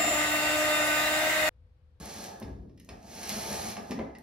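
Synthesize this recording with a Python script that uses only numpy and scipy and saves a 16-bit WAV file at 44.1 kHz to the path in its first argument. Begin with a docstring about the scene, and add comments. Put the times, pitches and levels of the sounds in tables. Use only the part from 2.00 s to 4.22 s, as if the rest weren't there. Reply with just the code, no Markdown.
"""A bead chain rattles in two pulls, raising a fabric roller shade close by in a living room.
The beads tick through the clutch, the casing drones and the roller rubs once a turn.
Between the pulls the cloth sways and the slack chain clinks.
At the end the bottom bar knocks against the frame and taps a metal fitting."""
import sys
import numpy as np
from scipy import signal
from scipy.fft import rfft, irfft, next_fast_len
from scipy.io import wavfile
from scipy.ndimage import uniform_filter1d

SR = 44100
rng = np.random.default_rng(int(sys.argv[2]) if len(sys.argv) > 2 else 0)


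def persist_wave(psi):
    """Save psi, clipped to +-1, as 16-bit WAV."""
    counts = np.round(np.clip(psi, -1, 1) * 32767).astype(np.int16)
    wavfile.write(sys.argv[1], SR, np.atleast_2d(counts).T)


N = 97990
T = np.arange(N) / SR
FFT_SIZE = next_fast_len(N + SR)
HZ = np.maximum(np.arange(FFT_SIZE // 2 + 1) * SR / FFT_SIZE, 1)


def from_db(db):
    """Decibels to gain."""
    return 10 ** (np.asarray(db) / 20)


def unit_rms(x):
    """Scale to rms 1."""
    return x / np.sqrt(np.mean(x ** 2) + 1e-20)


def over_time(rows):
    """(time [s], value) rows interpolated at every sample."""
    return np.interp(T, *np.transpose(rows))


def over_hz(rows):
    """(frequency [Hz], value) rows interpolated at every bin, in log frequency."""
    hz, value = np.transpose(rows)
    return np.interp(np.log(HZ), np.log(hz), value)


def colour(x, spectrum):
    """Minimum-phase filter from (frequency [Hz], gain [dB]) rows."""
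    cepstrum = irfft(np.log(from_db(over_hz(spectrum))), FFT_SIZE)
    cepstrum[1:FFT_SIZE // 2] *= 2
    cepstrum[FFT_SIZE // 2 + 1:] = 0
    return irfft(rfft(x, FFT_SIZE) * np.exp(rfft(cepstrum)), FFT_SIZE)[:N]


def resonance(x, hz, width_hz):
    """Two-pole band-pass, peak gain 1."""
    r, w = np.exp(-np.pi * width_hz / SR), 2 * np.pi * hz / SR
    return signal.lfilter(np.array([1, 0, -1]) * (1 - r * r) / 2, [1, -2 * r * np.cos(w), r * r], x)


def body(x, rows):
    """Parallel resonances, signs alternating."""
    return sum((-1) ** k * from_db(db) * resonance(x, hz, width_hz)
               for k, (hz, width_hz, db) in enumerate(rows))


def modes(strikes, rows):
    """Each strike rings every mode as a decaying sine."""
    out = 0
    for k, (hz, db, t60_s) in enumerate(rows):
        r, w = from_db(-60 / (t60_s * SR)), 2 * np.pi * hz / SR
        ring = signal.lfilter([0, np.sin(w)], [1, -2 * r * np.cos(w), r * r], strikes + 1e-18)
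        out += (-1) ** k * from_db(db) * ring
    return out


def click(start_s):
    """Unit impulse."""
    return 1. * (np.arange(N) == int(start_s * SR))


def decay(start_s, fall_s):
    """Envelope: jump to 1, exponential fall."""
    return (T >= start_s) * np.exp(-np.clip((T - start_s) / fall_s, 0, 20))


def cushioned(start_s, rise_s, fall_s):
    """Envelope of a soft contact: short rise, exponential fall."""
    return np.clip((T - start_s) / rise_s, 0, 1) * decay(start_s, fall_s)


def wander(depth, samples):
    """Smoothed random factor around 1; depth is its rms deviation."""
    return 1 + depth * unit_rms(uniform_filter1d(rng.standard_normal(N), size=samples))


def grains(per_s=16000, spread_db=1.5):
    """Dense tiny contacts of uneven size, rms 1."""
    hits = rng.random(N) < per_s / SR
    signs = rng.choice([-1, 1], N)
    sizes = from_db(spread_db * np.minimum(rng.exponential(1, N), 3))
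    return unit_rms(hits * signs * sizes)


def in_room(x, wet_db, low_t60_s=0.48, treble_t60_s=0.22):
    """Direct sound plus diffuse tail, as mid and side spectra; treble dies sooner."""
    t, noise = T[:SR], rng.standard_normal((2, SR))
    low = signal.sosfilt(signal.butter(1, 4000, fs=SR, output="sos"), noise)
    tail = low * from_db(-60 * t / low_t60_s) + (noise - low) * from_db(-60 * t / treble_t60_s)
    tail *= t > .003
    tail /= np.sqrt(np.sum(tail ** 2, axis=1, keepdims=True))
    mid_tail, side_tail = rfft(tail, FFT_SIZE)
    wet = from_db(wet_db)
    side_direct = np.minimum(HZ / 2500, 1)  # at low frequencies the side is mostly room sound
    mid = 1 + wet * mid_tail
    side = -1j * side_direct + np.sqrt(1 + wet ** 2 - side_direct ** 2) * side_tail
    return rfft(x, FFT_SIZE) * np.array([mid, side]) / np.sqrt(1 + wet ** 2)


def background(level_db=-55.5):
    """Quiet room rumble, as mid and side spectra."""
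    # (frequency [Hz], gain [dB])
    room_spectrum = [(25, -18.5), (65, -3), (130, -12.5), (210, -2.5), (350, -12), (700, -29), (1500, -60),
                     (4000, -45), (16000, -69)]
    rumble = np.array([unit_rms(colour(rng.standard_normal(N), room_spectrum)) for _ in range(2)])
    return rfft(from_db(level_db) * rumble, FFT_SIZE)


def cloth(even_s=0.03):
    """The hanging cloth sways with an even, low rumble."""
    # (time [s], level [dB])
    sway_level = [(.03, -45.5), (.12, -69), (.41, -67), (.44, -43.5), (.52, -40.5), (.56, -45.5),
                  (.6, -42.5), (.69, -49.5), (.86, -61), (.92, -46), (1.02, -66), (1.4, -58), (1.66, -53),
                  (1.75, -68)]
    # (frequency [Hz], gain [dB])
    sway_spectrum = [(25, -13.5), (55, 6.5), (90, 0.5), (150, -3), (300, -7.5), (600, -21), (1200, -37.5),
                     (4000, -62)]
    rumble = colour(rng.standard_normal(N), sway_spectrum)
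    running_rms = np.sqrt(np.abs(uniform_filter1d(rumble ** 2, size=int(even_s * SR))) + 1e-20)
    return from_db(over_time(sway_level)) * rumble / running_rms


def fitting():
    """The settling bar taps a metal fitting: a brief ring, its pitch differing at each touch."""
    # (time [s], level [dB], pitch [Hz])
    taps = [(1.975, -50, 1976), (2.006, -43.5, 2040), (2.15, -50, 1907), (2.157, -49.5, 1983)]
    # (frequency / pitch [ratio], gain [dB], t60 [s])
    metal_modes = [(1, 0, 0.11), (1.06, -9.5, 0.12)]
    out = 0
    for s, tap_db, hz in taps:
        tuned = [(hz * ratio, db, t60_s) for ratio, db, t60_s in metal_modes]
        out += modes(from_db(tap_db) * click(s), tuned)
    return out


def bottom_bar(thud_db=-1.5, push_db=23, ring_db=-11):
    """Knocks ring the bar and frame, each with a short thud and a low push of air."""
    # (time [s], strength [dB], low-pass cutoff [Hz])
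    knocks = [(.418, -22, 910), (0.431, -17, 276), (0.889, -32, 1550), (1.770, -23.5, 1093),
              (1.898, -23, 650), (1.906, -9, 199), (1.918, -14, 815), (1.922, -13.5, 295),
              (1.980, -9.5, 182), (1.990, -18, 1200), (1.994, -14.5, 1030), (1.999, -17, 344),
              (2.012, -13.5, 500)]
    # (frequency [Hz], gain [dB], t60 [s])
    bar_modes = [(177, -20.5, 0.14), (273.6, -19, 0.51), (324, -31, 0.14), (402.6, -26.5, 0.25),
                 (504, -24, 0.27), (652, -7, 0.039), (787, -14.5, 0.16), (1016.6, -14.5, 0.08)]
    blows, thuds = 0, 0
    for s, db, cutoff_hz in knocks:
        softness = signal.butter(2, cutoff_hz, fs=SR, output="sos")
        burst = cushioned(s, rise_s=0.00093, fall_s=0.0036) * rng.standard_normal(N)
        blows += from_db(db) * signal.sosfilt(softness, click(s) + 1e-18)
        thuds += from_db(db) * signal.sosfilt(softness, burst)
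    push = resonance(blows, hz=224, width_hz=316)
    ring = modes(blows, bar_modes)
    return from_db(thud_db) * thuds - from_db(push_db) * push + from_db(ring_db) * ring


def chain_clinks(gain_db=-8.5, ring_db=-16):
    """Bead hits bead, and the bar's knocks near 1.77 s and 1.91 s click too: a sharp snap, a short jangle and a
    ring scaled to the jangle."""
    # (time [s], snap [dB], jangle [dB])
    clinks = [(.058, -11, -33), (.242, -7.5, -33.5), (.4, -10, -62), (0.425, -36, -33), (.694, -76, -56.5),
              (0.776, -30, -46), (0.799, -27, -41), (.848, -23, -69), (.89, -18, -30), (1.029, -26.5, -48),
              (1.152, -12, -42), (1.232, -7.5, -26), (1.294, 3, -23.5), (1.3, -5, -27), (1.767, -30, -27.5),
              (1.909, -10.5, -25.5), (1.917, -33, -28), (2.15, -47, -39), (2.186, -18, -67)]
    # (frequency [Hz], gain [dB])
    snap_spectrum = [(300, -20), (2500, -18.5), (6000, -7.5), (10000, -9.5), (16000, -15)]
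    # (frequency [Hz], gain [dB])
    jangle_spectrum = [(300, -17), (1400, -5.5), (2000, 5.5), (2700, 5), (3300, -1), (4500, -1.5),
                       (7000, -5.5), (10000, -14.5), (16000, -50)]
    # (frequency [Hz], gain [dB], t60 [s])
    chain_modes = [(1870, 0.5, 0.13), (2027, -4, 0.12), (3870, -5, 0.065), (5170, -4, 0.15),
                   (5290, -1, 0.18)]
    snap_envelope, jangle_envelope, strikes = 0, 0, 0
    for s, snap_db, jangle_db in clinks:
        snap_envelope += from_db(snap_db) * decay(s, fall_s=0.00039)
        jangle_envelope += from_db(jangle_db) * cushioned(s, rise_s=0.00085, fall_s=0.0083)
        strikes += from_db(jangle_db + ring_db) * click(s)
    snaps = colour(snap_envelope * rng.standard_normal(N), snap_spectrum)
    jangle = colour(jangle_envelope * grains(), jangle_spectrum)
    return from_db(gain_db) * (snaps + jangle + modes(strikes, chain_modes))


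def roller(rub_sigma_s=0.013, rub_drone_db=-10.5, note_hz=210.9, note_db=0.5):
    """The turning roller shakes the casing; each rub swells the drone and sounds a low note."""
    # (time [s], level [dB])
    turn_rubs = [(0.168, -55), (1.05, -48), (1.328, -39), (1.379, -36), (1.461, -42), (1.52, -37.5),
                 (1.655, -35.5), (1.782, -36)]
    # (time [s], level [dB])
    drone_level = [(0, -47.5), (.08, -46.5), (.3, -46.5), (.4, -50.5), (.48, -48.5), (.6, -80), (.86, -93),
                   (.9, -48.5), (1.03, -58.5), (1.2, -45.5), (1.37, -42.5), (1.45, -43.5), (1.52, -38.5),
                   (1.68, -44.5), (1.85, -47.5), (2.22, -56.5)]
    # (frequency [Hz], width [Hz], gain [dB])
    casing_resonances = [(89, 26, -3), (210, 18.4, 5.5), (343.5, 37, -4.5), (411, 49, -1.5), (586, 45, -4),
                         (652, 14.8, 4.5), (700, 56, -1), (767.4, 12.2, 4.5), (815.5, 20, -1),
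                         (891, 40, -2), (1202, 76, -9), (1686, 68, -8)]
    rubs = sum(from_db(db) * np.exp(-.5 * ((T - s) / rub_sigma_s) ** 2) for s, db in turn_rubs)
    casing = unit_rms(body(grains(), casing_resonances))
    drone = casing * (from_db(over_time(drone_level)) + from_db(rub_drone_db) * rubs)
    cycles = np.cumsum(note_hz * wander(0.027, samples=500)) / SR
    note = from_db(note_db) * rubs * np.sqrt(2) * np.sin(2 * np.pi * cycles)
    return drone, note


def running_chain(tick_fall_s=0.0029, hiss_db=-9, clutch_db=-10.5):
    """Beads tick through the resonant clutch at the speed of the pull, over a fine rattle."""
    # (time [s], level [dB])
    pull_level = [(0, -50.5), (.1, -46), (.25, -46), (.33, -56.5), (.39, -64.5), (.46, -64.5), (.55, -80),
                  (.7, -95), (.87, -74), (.9, -65.5), (1.0, -67.5), (1.11, -50.5), (1.21, -45),
                  (1.31, -38.5), (1.45, -40.5), (1.555, -38.5), (1.61, -41.5), (1.7, -40.5), (1.77, -55.5),
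                  (1.85, -60.5), (1.9, -55), (1.98, -63), (2.1, -78.5)]
    # (time [s], speed [beads/s])
    pull_speed = [(0, 41), (.2, 47), (.45, 15), (.95, 12.7), (1.17, 41), (1.4, 76), (1.65, 76),
                  (1.85, 47.6), (2.1, 13.4)]
    # (frequency [Hz], width [Hz], gain [dB])
    clutch_resonances = [(4100, 150, 1.5), (4420, 170, 2), (5546, 79, 3), (6190, 59, 2)]
    # (frequency [Hz], gain [dB])
    rattle_spectrum = [(200, 1), (700, 3.5), (1300, -4), (2200, 1.5), (3200, -1.5), (4400, -1), (6000, 3),
                       (7500, 2.5), (10000, -8), (12500, -6.5), (15500, -8.5)]
    beads_per_s = over_time(pull_speed)
    beads_passed = np.cumsum(beads_per_s * wander(0.11, samples=600)) / SR
    since_bead_s = beads_passed % 1 / beads_per_s
    contacts = np.exp(-since_bead_s / tick_fall_s) * rng.standard_normal(N)
    ticks = unit_rms(resonance(contacts, hz=10700, width_hz=570) + from_db(hiss_db) * contacts)
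    ticks *= from_db(-17 + 0.1038 * beads_per_s)  # faster is louder
    clutch = from_db(clutch_db) * unit_rms(body(grains(), clutch_resonances))
    rattle = unit_rms(colour(grains(), rattle_spectrum))
    return from_db(over_time(pull_level)) * (rattle + clutch + ticks)


def scene():
    """All sources in the room, mixed from mid and side to left and right."""
    # (frequency [Hz], side minus mid [dB])
    stereo_width = [(60, -17.5), (200, -18.5), (400, -10.5), (750, -1.5), (1200, -3.5), (2500, -5.5),
                    (4400, -5.5), (6000, -1.5), (7000, 7.5), (8000, 46), (9300, -1), (11000, -11),
                    (13000, -0.5), (14500, 46), (16000, 18)]
    # (frequency [Hz], left minus right [dB])
    stereo_balance = [(300, .5), (1200, -0.1), (2500, -1), (5500, -4.5), (7500, 2)]
    drone, note = roller()
    mid, side = (in_room(running_chain(), wet_db=-4)
                 + in_room(drone, wet_db=-8.5)
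                 + in_room(note + cloth(), wet_db=-15)
                 + in_room(bottom_bar(), wet_db=-4.5)
                 + in_room(chain_clinks() + fitting(), wet_db=-3.5)
                 + background())
    width_rad = np.arctan(from_db(over_hz(stereo_width)))
    signs = np.array([[1], [-1]])  # left, right
    stereo = mid * np.cos(width_rad) + signs * side * np.sin(width_rad)
    balance = from_db(signs * over_hz(stereo_balance) / 2)
    return irfft(stereo * balance, FFT_SIZE)[:, :N]


def record(dry):
    """Roll off below 43 Hz, cut steeply above 16 kHz."""
    low_cut = signal.butter(3, 43, "high", fs=SR, output="sos")
    high_cut = signal.ellip(10, .2, 80, 16000, fs=SR, output="sos")
    return signal.sosfilt(high_cut, signal.sosfilt(low_cut, dry))


dry = scene()
out = record(dry)
persist_wave(out)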